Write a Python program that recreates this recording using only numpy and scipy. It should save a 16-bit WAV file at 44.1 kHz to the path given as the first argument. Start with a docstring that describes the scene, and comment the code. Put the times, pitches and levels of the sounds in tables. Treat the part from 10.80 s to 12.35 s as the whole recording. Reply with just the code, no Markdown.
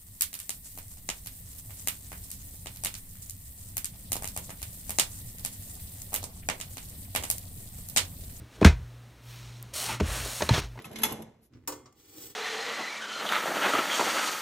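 """An old metal toaster, close by on a steel counter in a small room: its lever is pressed, and the toast
holder swings round, rattles, clacks against its stop and rocks the base. A gloved hand then knocks the
wire basket and draws the slice out, the crust scraping along the wires.
Each impact excites damped modes, a few as clear tones and the dense rest as a decaying burst of noise.
Sliding contacts sound by stick-slip friction: random impulses filtered by the body's resonances."""
import sys
import numpy as np
from scipy import signal
from scipy.fft import rfft, irfft, next_fast_len
from scipy.io import wavfile
from scipy.ndimage import uniform_filter1d

SR = 44100
rng = np.random.default_rng(int(sys.argv[2]) if len(sys.argv) > 2 else 0)


def generate_wav(sig):
    """Save sig (samples, or channels by samples) to the path in sys.argv[1] as 16-bit PCM at SR."""
    pcm = np.round(np.clip(np.atleast_2d(sig).T, -1, 1) * 32767).astype(np.int16)
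    wavfile.write(sys.argv[1], SR, pcm)


N = 68355
RING_S = .6  # length of one burst or ping
MODE_GRID_HZ = np.arange(0, 17000, 45)
# reverberation time of the room: frequency_hz, t60_s
ROOM_T60 = [(200, 0.69), (1200, 0.49), (4000, 0.37), (8000, 0.39), (11500, 0.22), (15000, 0.2)]
# phase between the channels for each source position: frequency_hz, left_lead_rad
HOLDER_PHASE = [(2100, 0), (3000, 1), (4100, 1), (5250, 4.8), (7900, 8.7), (9500, 9.5), (16000, 15.8)]
BASKET_PHASE = [(2000, 0), (5000, .6), (7400, 6.2), (8300, 6.5), (10500, 9.1), (12200, 9.4), (16000, 12.6)]


def holder(comb, full_db=-19, ring_growth=1.0, modes_db=-6):
    """Impact excitation: the linkage rattles and the holder hits its stop; hard blows ring clearly."""
    # impacts: start_s, level_db, bass_db, treble_db, t60_s
    clacks = [(0.0206, -43.5, -13, 4, 0.016), (0.0423, -46, 5.5, -4, 0.2), (.052, -43.5, 8.5, 1, 0.079),
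              (0.1133, -49.5, -6.5, 0.5, 0.078), (0.13, -47, -15, 5.5, .03),
              (0.1576, -33.5, -13, -8.5, 0.1), (.185, -38.5, -8, 3.5, 0.085), (.218, -39.5, -2, 4.5, 0.12),
              (.2338, -18, -10, 4, 0.038), (0.237, -22.5, -4, -3, 0.057), (.244, -27, 2, -6, 0.12),
              (.252, -30.5, 11, 6, 0.076), (.289, -41.5, 14, -29, 0.21), (0.3072, -39, 14, -1, 0.057),
              (0.322, -39, 16.5, 12, 0.043), (0.4203, -46, 11.5, 0.5, 0.057)]
    # clear modes: pitch_hz, level_db, t60_s
    modes = [(227, -2, .22), (874, -2, .14), (1310, -7, .09), (2637, -9, .1), (3438, 1, .08),
             (6312, -8, .11), (11285, 2, .045), (11845, -5, .06)]
    # spectrum of the dense modes: frequency_hz, level_db
    colour = [(90, -31.5), (230, -8), (600, -6), (980, 1), (1700, -7.5), (2600, -5.5), (2900, -6),
              (3500, -4.5), (4700, -10), (6200, -7), (8300, -6.5), (9400, -15), (11300, 1), (12000, -4.5),
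              (12800, -15.5), (15500, -44.5)]
    blows = [(s, db + modes_db + ring_growth * (db - full_db), bass, treble)
             for s, db, bass, treble, _ in clacks]
    out = ringing(blows, modes, HOLDER_PHASE)
    for s, db, bass, treble, t60 in clacks:
        clack = strike(combed(colour, comb), HOLDER_PHASE, t60, bass, treble,
                       room_db=-17.0, rise_s=0.0012, crack_db=3)
        add(out, s, amp(db) * clack)
    return out


def swing():
    """Friction in the turning pivot drives the holder's resonances into a hum."""
    # envelope: time_s, level_db
    envelope = [(0, -47.5), (.035, -54.5), (.1, -56.5), (.17, -46), (.25, -40.5), (.33, -49.5), (.42, -59),
                (.52, -69), (.66, -77)]
    # friction spectrum: frequency_hz, level_db
    colour = [(25, -14.5), (52, -7.5), (100, -4), (330, 2), (900, -9), (2600, -12.5), (8000, -26),
              (15000, -39.5)]
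    # resonances: pitch_hz, bandwidth_hz, level_db
    rings = [(221, 6, 0), (441, 12, -14)]
    return stroke(envelope) * friction(colour, rings, HOLDER_PHASE, per_s=5000, spread_db=3.5)


def base():
    """The rocking cast base knocks on the counter, exciting low modes: dull thuds."""
    # impacts: start_s, level_db
    thuds = [(0.049, -44.5), (0.106, -43), (0.245, -40.5), (0.282, -41.5), (.311, -35.5), (.388, -39),
             (0.461, -53.5)]
    # clear modes: pitch_hz, level_db, t60_s
    modes = [(154, -7, .25), (221, -3, .3), (814, -12, .25)]
    # spectrum of the dense modes: frequency_hz, level_db
    colour = [(25, -29.5), (55, -13), (150, -0.5), (230, -6), (480, -7), (750, -9.5), (1300, -29),
              (6000, -59.5)]
    out = ringing([(s, db, 0, 0) for s, db in thuds], modes, HOLDER_PHASE)
    for s, db in thuds:
        thud = strike(colour, HOLDER_PHASE, t60=0.19, bass_db=2, treble_db=-1.5,
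                      room_db=-14.5, rise_s=0.0027)
        add(out, s, amp(db) * thud)
    return out


def clink():
    """Free vibration: loose parts ping as the lever takes up its play and as the basket rebounds."""
    # damped sinusoids: start_s, pitch_hz, level_db, t60_s
    pings = [(0.0435, 1293, -47, 0.17), (0.0449, 2594, -38, 0.039), (1.056, 1161, -59.5, 0.32),
             (1.057, 5540, -56.5, .075)]
    t, out = np.arange(round(RING_S * SR)) / SR, np.zeros((2, N))
    for s, hz, db, t60 in pings:
        sine = (stereo_gain(hz, HOLDER_PHASE)[:, None] * np.exp(2j * np.pi * hz * t)).imag
        add(out, s, sine * amp(db - 60 * t / t60))
    return out


def basket(comb, full_db=-28, ring_growth=0.37, modes_db=-7):
    """Impact excitation: the hand knocks the wire basket on its hinge; light touches hardly ring."""
    # impacts: start_s, level_db, bass_db, treble_db, t60_s
    touches = [(0.7257, -70.5, -25, -10, 0.016), (0.7342, -56.5, -12, -51, 0.15),
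               (.875, -31, -10.5, 6.5, 0.086), (0.879, -34, 8, -13.5, 0.052), (.888, -40.5, 9, 0, 0.26),
               (0.9216, -38.5, 5, -3.5, 0.11), (1.057, -50.5, 4.5, -21, 0.15),
               (1.1244, -57.5, -3, -2.5, 0.039)]
    # clear modes: pitch_hz, level_db, t60_s
    modes = [(296.3, -2, 0.25), (371.6, -13.5, 0.48), (436, -14, 0.51), (521.4, -13, 0.43), (946, -2, 0.15),
             (1162, -8.5, 0.23), (2115, -25, 0.78), (2500, -13, 0.14), (3316, -25, 0.6), (4140, -15, 0.19),
             (5505, 1.5, 0.079), (6910, -4, 0.16), (8930, -6.5, 0.15)]
    # spectrum of the dense modes: frequency_hz, level_db
    colour = [(90, -16.5), (210, -29), (290, -3), (700, -6.5), (1050, 0.5), (2000, -14), (3400, -15),
              (5400, -9.5), (6200, -10.5), (7300, -6), (9200, -12), (11800, -10), (13200, -6),
              (15300, -12.5), (16200, -20)]
    blows = [(s, db + modes_db + ring_growth * (db - full_db), bass, treble)
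             for s, db, bass, treble, _ in touches]
    out = ringing(blows, modes, BASKET_PHASE)
    for s, db, bass, treble, t60 in touches:
        knock = strike(combed(colour, comb), BASKET_PHASE, t60, bass, treble,
                       room_db=-15.5, rise_s=0.00081, crack_db=2)
        add(out, s, amp(db) * knock)
    return out


def scrape(comb, brightening=0.54, full_db=-47, bright_hz=6000, catch_db=2, catch_s=0.024):
    """Stick-slip friction of dry crust rings the wires, brighter as it presses harder."""
    # envelope set by the pressure of the crust: time_s, level_db
    envelope = [(1.14, -75), (1.172, -59), (1.25, -57.5), (1.35, -52), (1.42, -47.5), (1.465, -48),
                (1.51, -51), (1.55, -58)]
    # friction spectrum: frequency_hz, level_db
    colour = [(50, -24.5), (110, -1), (200, -17), (310, -8.5), (650, -21.5), (1300, -20.5), (2500, -21.5),
              (5500, -14), (7800, -16), (10000, -13.5), (12200, -16), (13500, -10), (15500, -12.5),
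              (16300, -35)]
    # wire resonances: pitch_hz, bandwidth_hz, level_db
    rings = [(308.7, 15, -12.5), (399, 40, -15.5), (475, 18, -18), (795, 17, -26), (3378, 40, -22),
             (7760, 31, -13.5), (14550, 340, -11.5)]
    sound = friction(combed(colour, comb), rings, BASKET_PHASE, per_s=7000, spread_db=1.5)
    level = stroke(envelope)
    dull = signal.sosfiltfilt(signal.butter(2, bright_hz, fs=SR, output="sos"), sound)
    treble = (sound - dull) * (level / amp(full_db)) ** brightening
    catches = amp(catch_db * unit(uniform_filter1d(rng.standard_normal(N), round(catch_s * SR))))
    return level * catches * (dull + treble)


def handling():
    """Soft-contact friction: the gloved hand rubs dully against the toaster."""
    # envelope: time_s, level_db
    envelope = [(.695, -72), (.755, -52), (.8, -57), (.85, -60), (.93, -55.5), (1.08, -65.5), (1.16, -71.5)]
    # friction spectrum: frequency_hz, level_db
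    colour = [(35, -32), (80, 1.5), (130, 2.5), (190, -18), (290, -1.5), (650, -25.5), (2100, -28),
              (3500, -37), (12000, -47.5)]
    # resonance: pitch_hz, bandwidth_hz, level_db
    rings = [(251, 5.3, -6)]
    return stroke(envelope) * friction(colour, rings, BASKET_PHASE, per_s=4200, spread_db=4.5)


def lever_rub():
    """Sliding friction gives a faint, high rub as the lever settles."""
    # envelope: time_s, level_db
    envelope = [(.612, -86), (.632, -66), (.66, -67), (.69, -82.5)]
    # friction spectrum: frequency_hz, level_db
    colour = [(300, -22), (9000, -15.5), (11500, -3), (15000, -34.5)]
    return stroke(envelope) * friction(colour, [], HOLDER_PHASE, per_s=4600, spread_db=1.5)


def room_rumble(level_db=-70):
    """Steady ambient noise, strongest at low frequencies."""
    # spectrum: frequency_hz, level_db
    colour = [(20, -20.5), (60, 0), (300, -10.5), (600, -27), (16000, -41.5)]
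    return amp(level_db) * coloured(rng.standard_normal((2, N)), colour, HOLDER_PHASE)


def strike(colour, phase, t60, bass_db, treble_db, room_db, rise_s, crack_db=0, crack_s=.004):
    """Modal overlap: one blow's dense modes merge into a noise burst with a reverberant tail."""
    t = np.arange(next_fast_len(round(RING_S * SR))) / SR
    hz = np.fft.rfftfreq(len(t), 1 / SR)
    noise = coloured(rng.standard_normal((2, len(t))), colour, phase)
    spectrum = rfft(noise) * hardness(hz, bass_db, treble_db)
    burst = amp(-60 * t / t60 + crack_db * np.exp(-t / crack_s))
    room_build = 1 - np.exp(-t / 0.005)
    centres, out = np.transpose(ROOM_T60)[0], np.zeros((2, len(t)))
    for share, (centre, room_t60) in zip(np.eye(len(centres)), ROOM_T60):
        band = irfft(spectrum * np.interp(hz, centres, share), len(t))
        tail = room_build * amp(room_db - 60 * t / room_t60)
        out += band * np.hypot(burst, tail) * (1 - np.exp(-t * centre))  # low bands start more slowly
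    return out * (1 - np.exp(-t / rise_s))


def ringing(blows, modes, phase, room_db=-20):
    """Each blow adds energy to every mode; it decays exponentially and lingers in the room."""
    t, out = np.arange(N) / SR, np.zeros((2, N))
    for hz, db, t60 in modes:
        tail = amp(room_db - 60 * t / read(ROOM_T60, hz))
        fade = np.hypot(amp(-60 * t / t60), tail) * (1 - np.exp(-t * hz))
        energy = np.zeros((1, N))
        for s, blow_db, bass, treble in blows:
            add(energy, s, (amp(blow_db + db) * hardness(hz, bass, treble) * fade[None]) ** 2)
        phasor = np.exp(2j * np.pi * (hz * t + rng.random()))
        out += np.sqrt(energy) * (stereo_gain(hz, phase)[:, None] * phasor).real
    return out


def hardness(hz, bass_db, treble_db):
    """Contact hardness shapes the spectrum: a soft blow favours the bass, a hard one the treble."""
    return amp(read([(600, bass_db), (2000, 0.0031), (6000, 0.00063), (11000, treble_db)], hz))


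def friction(colour, rings, phase, per_s, spread_db):
    """Stick-slip: impulses of random size and sign excite a body and its narrow resonances."""
    sizes = amp(spread_db * np.minimum(rng.exponential(1, (2, N)), 5))
    signs = rng.choice([-1, 1], (2, N))
    slips = sizes * signs * (rng.random((2, N)) < per_s / SR)
    body = coloured(slips, colour, phase)
    return body + sum(amp(db) * unit(signal.lfilter(*signal.iirpeak(hz, hz / width, SR), body))
                      for hz, width, db in rings)


def resonance_comb(depth_db, full_hz=1500):
    """A metal part's countless small resonances form random peaks and dips, in dB."""
    ripple = np.clip(rng.standard_normal(len(MODE_GRID_HZ)), -2, 2)
    return depth_db * ripple * np.minimum(MODE_GRID_HZ / full_hz, 1)


def combed(colour, comb):
    """Responses in series add in dB: a smooth spectrum plus the comb of resonances."""
    return np.transpose([MODE_GRID_HZ, read(colour, MODE_GRID_HZ) + comb])


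def coloured(drive, colour, phase):
    """Mid-side mixing makes two independent drives a partly coherent pair of given spectrum, rms 1."""
    # likeness of left and right: frequency_hz, coherence
    likeness = [(150, 0.95), (350, 0.97), (700, 0.17), (1400, 0.9), (2800, 0.21), (10000, 0.89)]
    size = drive.shape[1]
    hz = np.fft.rfftfreq(size, 1 / SR)
    coherence = np.clip(read(likeness, hz), 0, 1)
    mid, side = rfft(drive) * np.sqrt([1 + coherence, 1 - coherence])
    pair = np.array([mid + side, mid - side]) * stereo_gain(hz, phase)
    return unit(irfft(pair * amp(read(colour, hz)), size))


def stereo_gain(hz, phase):
    """Level and phase cues of direction, as complex gains for left and right."""
    # balance: frequency_hz, left_minus_right_db
    balance = [(400, -1.2), (11000, 0)]
    half = amp(read(balance, hz) / 2) * np.exp(.5j * read(phase, hz))
    return np.array([half, 1 / half])


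def stroke(points):
    """An amplitude envelope, silent before it starts and after it ends."""
    s, db = np.transpose(points)
    return amp(np.interp(np.arange(N) / SR, s, db, left=-120, right=-120))


def amp(db):
    """Decibels to gain."""
    return np.exp(np.asarray(db) * np.log(10) / 20)


def unit(x):
    """Scales to rms 1."""
    return x / np.sqrt(np.mean(x ** 2) + 1e-20)


def read(points, hz):
    """Interpolates a table on a log-frequency axis."""
    f, value = np.transpose(points)
    return np.interp(np.log(hz + 1), np.log(f + 1), value)


def add(mix, s, sound):
    """Superposes a sound on the mix at time s."""
    part = mix[:, max(round(s * SR), 0):][:, :sound.shape[1]]
    part += sound[:, :part.shape[1]]


def scene():
    """Superposition of all sources; knocks and scrape share the resonances of the wires."""
    frame, wires = resonance_comb(depth_db=5.5), resonance_comb(depth_db=4.5)
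    mechanism = swing() + clink() + holder(frame) + base() + lever_rub()
    return mechanism + handling() + basket(wires) + scrape(wires) + room_rumble()


def record(dry):
    """Band limiting by a linear-phase low-pass filter."""
    edge_hz = 16100
    lowpass = signal.firwin(255, edge_hz, window=("kaiser", 8), fs=SR)
    return signal.oaconvolve(dry, lowpass[None], "same")


dry = scene()
out = record(dry)
generate_wav(out)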